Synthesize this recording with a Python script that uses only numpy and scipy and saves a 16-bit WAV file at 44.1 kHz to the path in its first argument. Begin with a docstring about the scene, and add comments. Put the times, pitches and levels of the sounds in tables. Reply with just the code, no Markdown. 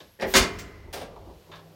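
"""Inside a small steel-lined lift cabin, machinery rumbles faintly under a thin, high whine.
A button is pressed and its panel rings. Metal slides, then the door mechanism hits home with a loud,
rattling clack that makes the steel ring and the cabin boom. The button springs back, a latch knocks
and the door gear bumps along. At the end, relays (electric switches) knock and a motor hums.
Each hit is a click with fading echoes, often joined by the ringing tones of the part that was hit."""
import sys
import numpy as np
from scipy import signal
from scipy.io import wavfile

SR = 44100
rng = np.random.default_rng(int(sys.argv[2]) if len(sys.argv) > 2 else 0)


def unload_audio(sound):
    """Save the sound as a 16-bit wav file, at the path given as the first command line argument."""
    columns = np.transpose(np.atleast_2d(sound))
    # keep every value between -1 and 1, then stretch to whole-number steps
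    steps = np.round(np.clip(columns, -1, 1) * 32767)
    wavfile.write(sys.argv[1], SR, steps.astype(np.int16))


N = 77175
TIME = np.arange(N) / SR
EDGES = np.geomspace(30, 16500, 37)  # borders of 36 pitch bands, from bass to treble [Hz]
CENTRES = np.sqrt(EDGES[1:] * EDGES[:-1])
BANDS = [signal.butter(2, pair, "band", fs=SR, output="sos") for pair in zip(EDGES, EDGES[1:])]


def from_db(db):
    """Turn decibels into a gain, the number a signal is multiplied by."""
    return 10 ** (np.asarray(db) / 20)


def at_hz(points, hz):
    """Read a table at any pitch, drawing straight lines between its rows on an octave scale."""
    pitches, values = np.transpose(points)
    return np.interp(np.log(hz), np.log(pitches), values)


def level(points):
    """A gain that glides through (time [s], level [dB]) points."""
    times, db = np.transpose(points)
    return from_db(np.interp(TIME, times, db))


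def band_gains(colour):
    """Turn a colour (how strong low and high pitches are) into band gains for noise of strength 1."""
    gains = from_db(at_hz(colour, CENTRES))
    return gains / np.sqrt(np.sum(gains ** 2 * np.diff(EDGES)) * 2 / SR)


def noise(colour):
    """Steady noise of the given colour, with an average strength of about 1."""
    white = rng.standard_normal((2, N))
    return sum(gain * signal.sosfilt(BANDS[k], white[k % 2]) for k, gain in enumerate(band_gains(colour)))


def fade(fade_s):
    """Die away from 1. A fade time is how long a sound takes to drop by 60 dB."""
    return np.exp(-np.log(1000) * TIME / max(fade_s, .01)) + 1e-12


def build_up(rise_s=0.0005):
    """Rise quickly from 0 to 1, as vibration does just after a hit."""
    return 1 - np.exp(-TIME / rise_s)


def repeated(sound, times, gains):
    """Start the same sound at each time, each with its own gain."""
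    out = np.zeros(N)
    for start_s, gain in zip(times, gains):
        start = max(int(start_s * SR), 0)
        out[start:] += gain * sound[:N - start]
    return out


def ringing(hits, tones):
    """A struck part rings at its own tones. Each hit adds energy, and the hardest adds the most."""
    times, db = np.transpose(hits)[:2]
    share = from_db(db - db.max()) ** 2
    out = np.zeros(N)
    for hz, tone_db, fade_s in tones:
        energy = repeated((fade(fade_s) * build_up()) ** 2, times, share / share.sum())
        out += from_db(tone_db) * np.sqrt(energy) * np.sin(2 * np.pi * (hz * TIME + rng.random()))
    return out


# How long the cabin echoes, before echo_scale stretches it: (pitch [Hz], fade time [s])
CABIN_ECHO = [(60, 0.19), (250, 0.26), (700, 0.3), (2000, 0.27), (5000, 0.23), (9000, 0.21), (15000, 0.14)]
# Long shimmer of the wall panels: (pitch [Hz], level compared with the echoes [dB])
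WALL_SHIMMER = [(60, -8), (160, -18.5), (400, -15), (750, -27), (1100, -25), (2000, -25), (3800, -33.5),
                (6000, -36), (9000, -41.5), (15000, -36)]
def struck(hits, colour, echo_scale, shimmer=0, hardness=1):
    """Each hit makes a click and a wash of fading echoes; shimmer adds the long ring of the walls."""
    click_gain, shimmer_fade_s = 4.9 * hardness, 1.41
    times, db, brightness = np.transpose(hits)
    starts = np.maximum(times * SR, 0).astype(int)
    # Brightness above zero favours the treble; below zero it makes the hit duller.
    gains = band_gains(colour) * from_db(brightness[:, None] * np.log2(CENTRES))
    strength = np.sqrt(gains ** 2 @ np.diff(EDGES) * 2 / SR)
    gains *= (from_db(db) / strength)[:, None]
    white = rng.standard_normal((len(times), 2, N))
    out = np.zeros(N)
    for k, hz in enumerate(CENTRES):
        echo_fade = fade(echo_scale * at_hz(CABIN_ECHO, hz))
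        wall_fade = shimmer * from_db(at_hz(WALL_SHIMMER, hz)) * fade(shimmer_fade_s)
        tail = build_up() * (echo_fade + wall_fade)
        band = np.full(N, 1e-18)
        for start, gain, echoes in zip(starts, gains[:, k], white[:, k % 2]):
            band[start:] += gain * (echoes * tail)[:N - start]
            band[start] += gain * click_gain * (-1) ** k
        out += signal.sosfilt(BANDS[k], band)
    return out


# How loud the deep drone, the rumble and the air hiss are: (time [s], level [dB])
DRONE_LEVEL = [(0, -56), (.18, -65), (.45, -38), (.62, -44), (.9, -48.5), (1.05, -53), (1.3, -49),
               (1.5, -62), (1.75, -73)]
RUMBLE_LEVEL = [(0, -49.5), (.17, -71.5), (.45, -44), (.7, -56.5), (.9, -63), (1.05, -49), (1.3, -50.5),
                (1.42, -57.5), (1.75, -55.5)]
AIR_LEVEL = [(0, -58.5), (.2, -64), (.8, -68.5), (1.15, -66), (1.42, -60.5), (1.75, -62)]
# Colour of each of the three: (pitch [Hz], relative level [dB])
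DRONE_COLOUR = [(30, -5.5), (55, -6), (90, -4.5), (130, -21), (250, -51), (1000, -84)]
RUMBLE_COLOUR = [(50, -30), (110, -28), (160, 1.5), (240, -15.5), (310, -6), (400, -3.5), (600, -5),
                 (1000, -15.5), (1600, -30.5), (4000, -31.5), (15000, -54)]
AIR_COLOUR = [(100, 4.5), (1500, -1), (3000, -2), (5000, -4), (8000, -11.5), (10000, -13), (11800, -6.5),
              (13500, -12), (16000, -16)]
def machinery():
    """The machinery drones and rumbles and the air hisses: three noises that swell and sink."""
    drone = level(DRONE_LEVEL) * noise(DRONE_COLOUR)
    rumble = level(RUMBLE_LEVEL) * noise(RUMBLE_COLOUR)
    air = level(AIR_LEVEL) * noise(AIR_COLOUR)
    return drone + rumble + air


# The faint whine of the lift's drive: (time [s], pitch [Hz], level [dB])
WHINE_PATH = [(0, 11550, -71), (.15, 11450, -66.5), (.5, 11500, -74.5), (1.4, 11900, -81),
              (1.46, 12050, -72), (1.5, 13050, -77), (1.58, 13350, -73), (1.66, 13200, -79),
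              (1.72, 13700, -70)]
def drive_whine(flutter_hz=200):
    """The drive gives a thin, unsteady whistle that climbs as the motor starts."""
    times, hz, db = np.transpose(WHINE_PATH)
    smoothing = signal.butter(2, flutter_hz, fs=SR, output="sos")
    flutter = signal.sosfilt(smoothing, rng.standard_normal(N))
    phase = 2 * np.pi * np.cumsum(np.interp(TIME, times, hz)) / SR
    return from_db(np.interp(TIME, times, db)) * flutter / flutter.std() * np.sin(phase)


# Bumps of the door gear: (time [s], level [dB], brightness [dB per octave])
GEAR_HITS = [(.001, -50, -6.5), (.838, -46, -7), (.872, -46, -2.5), (1.02, -51.5, -8), (1.11, -50, 6.5),
             (1.16, -46, 6.5), (1.19, -48.5, 4), (1.265, -44.5, -4.5), (1.295, -45.5, -1.5),
             (1.488, -46, -4.5)]
# Colour of the bumps: (pitch [Hz], relative level [dB])
GEAR_COLOUR = [(50, -27), (170, 1.5), (230, -5), (310, 7.5), (700, -2), (1000, 2), (1500, -26),
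               (4000, -35.5), (12000, -73)]
def door_gear():
    """The gear that moves the door rolls with soft, dull bumps."""
    return struck(GEAR_HITS, GEAR_COLOUR, echo_scale=0.67)


# Knocks of the relays: (time [s], level [dB], brightness [dB per octave])
RELAY_HITS = [(.003, -48.5, 2.5), (1.515, -46.5, -4.5), (1.524, -45.5, -9), (1.537, -48, -5.5),
              (1.556, -51, 2), (1.59, -54.5, -9)]
# Colour of the knocks: (pitch [Hz], relative level [dB])
RELAY_COLOUR = [(200, -41), (700, -10.5), (1100, 0), (1700, -6), (2200, -3.5), (2900, -1), (3600, 2.5),
                (4800, -6), (6500, -11.5), (9000, -31), (15000, -26)]
# Tones of the relay box: (pitch [Hz], level [dB], fade time [s])
RELAY_TONES = [(594, -48, 0.27), (1076, -47.5, 0.25), (1510, -50.5, 0.16), (1658, -49.5, 0.27),
               (1740, -53, .28), (3580, -44, 0.084), (3680, -59, .28)]
def relays():
    """Relays behind the panel knock and ring their box, once at the start and in a cluster near the end."""
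    return struck(RELAY_HITS, RELAY_COLOUR, echo_scale=0.79) + ringing(RELAY_HITS, RELAY_TONES)


# Taps of the button and the snap of its switch: (time [s], level [dB], brightness [dB per octave])
PRESS_HITS = [(.190, -44.5, -2.5), (.197, -37, 2.5), (.2195, -23.5, 2.5), (.226, -28.5, -9),
              (.243, -30.5, -1), (.261, -31, -2.5)]
SNAP_HITS = [(.2105, -37, -2)]
# Colour of the taps and of the snap: (pitch [Hz], relative level [dB])
PRESS_COLOUR = [(50, -11), (130, -15.5), (220, -3.5), (320, -3), (420, 1.5), (600, 4), (1000, -11),
                (1450, -16), (1780, -3.5), (2600, -16), (4200, -26.5), (5400, -26.5), (6500, -37),
                (15000, -50)]
SNAP_COLOUR = [(1000, -5), (3000, -10), (4300, -3), (5400, 0), (6300, -18.5), (9000, -13), (15000, -32)]
# Tones of the button panel: (pitch [Hz], level [dB], fade time [s])
PANEL_TONES = [(184.6, -34.5, 0.34), (225, -33.5, 0.36), (381, -31, 0.82), (420.8, -32.5, 0.52),
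               (536, -27, 0.13), (847, -34, 0.26), (1796, -25.5, 0.08), (1976, -58, 0.066),
               (2126, -37, 0.099)]
def button_press():
    """The button goes in with a few soft taps, its switch snaps and the panel around it rings."""
    taps = struck(PRESS_HITS, PRESS_COLOUR, echo_scale=0.73, hardness=0.22)
    snap = struck(SNAP_HITS, SNAP_COLOUR, echo_scale=0.58)
    return taps + snap + ringing(PRESS_HITS, PANEL_TONES)


# Jolts to the cabin's shell: (time [s], level [dB])
SHELL_JOLTS = [(0.231, -42), (0.36, -28), (0.401, -22), (0.568, -39.5), (1.038, -51), (1.189, -45)]
# Deep tones of the shell: (pitch [Hz], level compared with the jolt [dB], fade time [s])
SHELL_TONES = [(50.5, 0.5, 0.16), (61.1, 1, .14), (86.7, -13, 0.45)]
def cabin_boom():
    """Each jolt shakes the whole shell of the cabin, which booms at its deep tones."""
    times, jolt_db = np.transpose(SHELL_JOLTS)
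    boom = sum(from_db(db) * fade(fade_s) * np.sin(2 * np.pi * hz * TIME) for hz, db, fade_s in SHELL_TONES)
    return repeated(boom, times, from_db(jolt_db))


# How loud the sliding metal is: (time [s], level [dB])
SLIDE_LEVEL = [(.245, -66), (.28, -45), (.30, -41.5), (.325, -39.5), (.345, -41), (.37, -66.5)]
# Colour of its hiss: (pitch [Hz], relative level [dB])
SLIDE_COLOUR = [(2000, -1), (5000, -5), (10000, -12), (12500, -4), (14500, -5), (16000, -3.5)]
def metal_slide():
    """Metal slides with a short, thin hiss that leads into the clack."""
    sliding = (TIME > SLIDE_LEVEL[0][0]) * (TIME < SLIDE_LEVEL[-1][0])
    return sliding * level(SLIDE_LEVEL) * noise(SLIDE_COLOUR)


# Quick hits that make up the clack: (time [s], level [dB], brightness [dB per octave])
CLACK_HITS = [(.3385, -17.5, -1), (.348, -19.5, -1.5), (.353, -15.5, 0), (.363, -17, 3.5), (.367, -21.5, 2),
              (.3735, -18.5, 2.5), (.408, -29.5, -3), (.425, -26.5, -1.5)]
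# Colour of the clack: (pitch [Hz], relative level [dB])
CLACK_COLOUR = [(40, -19.5), (130, -14), (220, 1), (500, -3.5), (760, -4.5), (1100, 0), (2000, -1.5),
                (3000, -4.5), (5000, -4.5), (7000, -9), (8200, -15.5), (10000, -12.5), (12500, -23.5),
                (15500, -19)]
# The steel door's main tones, and thin ones that linger: (pitch [Hz], level [dB], fade time [s])
DOOR_TONES = [(241.2, -21.5, 0.35), (334, -29, 0.18), (380.8, -22.5, 0.43), (425, -34, 0.85),
              (537, -19.5, 0.18), (641.6, -28.5, .33), (696, -30.5, 0.56), (953, -33, 0.48),
              (1100, -29.5, 0.47), (1283, -28, 0.29), (1463, -29.5, 0.21), (1537, -21, 0.14),
              (1975, -36.5, 0.45), (2094, -24.5, 0.43), (2191, -21.5, 0.17), (2423, -28, 0.37),
              (2812, -26, 0.3), (3156, -32.5, .3), (3555, -30, 0.32), (3546, -20.5, 0.12),
              (3654, -27.5, 0.15), (2466, -31, .33), (2994, -29, .3), (3900, -48, 0.2), (4570, -32, .27),
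              (4500, -27, 0.31), (4880, -19, 0.08), (5170, -37, 0.295), (5070, -42, 0.4),
              (6550, -27.5, .28), (6770, -21, 0.1), (7450, -35, .28)]
LINGERING_TONES = [(153, -47.5, 2.5), (195, -41, 1.44), (407, -45, 1.95), (1025, -45.5, 1.3),
                   (1230, -52, 1.5), (1980, -48, 1.8), (2060, -50.5, 2.1), (2080, -47, 1.6),
                   (3020, -53, 1.1), (5230, -52, 1)]
def door_clack(latch_s, damping_fade_s=.2):
    """The mechanism rattles home and the door rings; the closing latch stills its lingering tones."""
    clack = struck(CLACK_HITS, CLACK_COLOUR, echo_scale=0.84, shimmer=1)
    ring = ringing(CLACK_HITS, DOOR_TONES)
    damping = np.interp(TIME - latch_s, TIME, fade(damping_fade_s))  # stays at 1 until the latch closes
    return clack + ring + damping * ringing(CLACK_HITS, LINGERING_TONES)


# Ticks of the button coming back out: (time [s], level [dB], brightness [dB per octave])
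RELEASE_HITS = [(.587, -41, 1), (.594, -43, 3)]
# Colour of the ticks: (pitch [Hz], relative level [dB])
RELEASE_COLOUR = [(300, -11), (1000, -15), (1700, 12), (3500, 0), (6000, 3), (7700, -3.5), (9000, -7),
                  (12000, -14), (15000, -6.5)]
# Tones of the button's spring: (pitch [Hz], level [dB], fade time [s])
SPRING_TONES = [(6940, -56, .22), (7540, -50, 0.25), (7830, -63, .2), (9200, -65, .16)]
def button_release():
    """The button pops back with a bright tick and its spring rings."""
    return struck(RELEASE_HITS, RELEASE_COLOUR, echo_scale=0.88) + ringing(RELEASE_HITS, SPRING_TONES)


# Knocks of the latch: (time [s], level [dB], brightness [dB per octave])
LATCH_HITS = [(.928, -38.5, 1.5), (.9345, -33.5, 1), (.954, -47.5, -0.5), (.973, -37, -1),
              (1.001, -41, -1.5), (1.013, -37, -1.5), (1.026, -49.5, -6)]
# Colour of the knocks: (pitch [Hz], relative level [dB])
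LATCH_COLOUR = [(60, -5), (200, -4), (400, 0.5), (720, -0.5), (1100, -9), (2200, -10.5), (3400, -12),
                (5200, -14), (7000, -21.5), (9000, -21), (15000, -23.5)]
# Tones of the latch: (pitch [Hz], level [dB], fade time [s])
LATCH_TONES = [(567, -42, 0.37), (718, -38.5, 0.29), (790, -40.5, 0.2), (1170, -51.5, 0.65),
               (1606, -45.5, 0.29), (2260, -50, 0.14), (2860, -58, 0.17), (2995, -49.5, 0.21),
               (3467, -44, 0.16), (4920, -50, 0.11), (4860, -43, 0.07), (8829, -48, 0.16)]
def latch():
    """The latch closes with a quick run of knocks that set it ringing."""
    knocks = struck(LATCH_HITS, LATCH_COLOUR, echo_scale=1.17, hardness=0.75)
    return knocks + ringing(LATCH_HITS, LATCH_TONES)


# Tones of the motor's hum: (pitch [Hz], level [dB])
MOTOR_TONES = [(100, -57.5), (162, -55), (300, -68), (399, -60.5)]
def motor_hum(start_s=1.45, rise_s=.06, waver=0.16):
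    """The motor starts and hums on a few low tones, each wavering a little in loudness."""
    running = np.clip((TIME - start_s) / rise_s, 0, 1)
    drift_times = np.linspace(0, TIME[-1], 20)
    hum = np.zeros(N)
    for hz, db in MOTOR_TONES:
        drift = np.interp(TIME, drift_times, rng.standard_normal(len(drift_times)))
        hum += from_db(db) * np.sin(2 * np.pi * hz * TIME) * (1 + waver * drift)
    return running * hum


def scene():
    """Everything heard from one spot in the cabin, added into one channel."""
    mix = machinery() + drive_whine() + door_gear() + relays()
    mix += button_press() + cabin_boom() + metal_slide() + door_clack(latch_s=LATCH_HITS[0][0])
    mix += button_release() + latch() + motor_hum()
    return mix[None]


def record(dry):
    """The microphone loses the deepest bass and the highest treble."""
    low_cut_hz, high_cut_hz = 41, 16000
    less_bass = signal.sosfilt(signal.butter(3, low_cut_hz, "high", fs=SR, output="sos"), dry)
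    return signal.sosfilt(signal.ellip(12, .1, 80, high_cut_hz, fs=SR, output="sos"), less_bass)


dry = scene()
out = record(dry)
unload_audio(out)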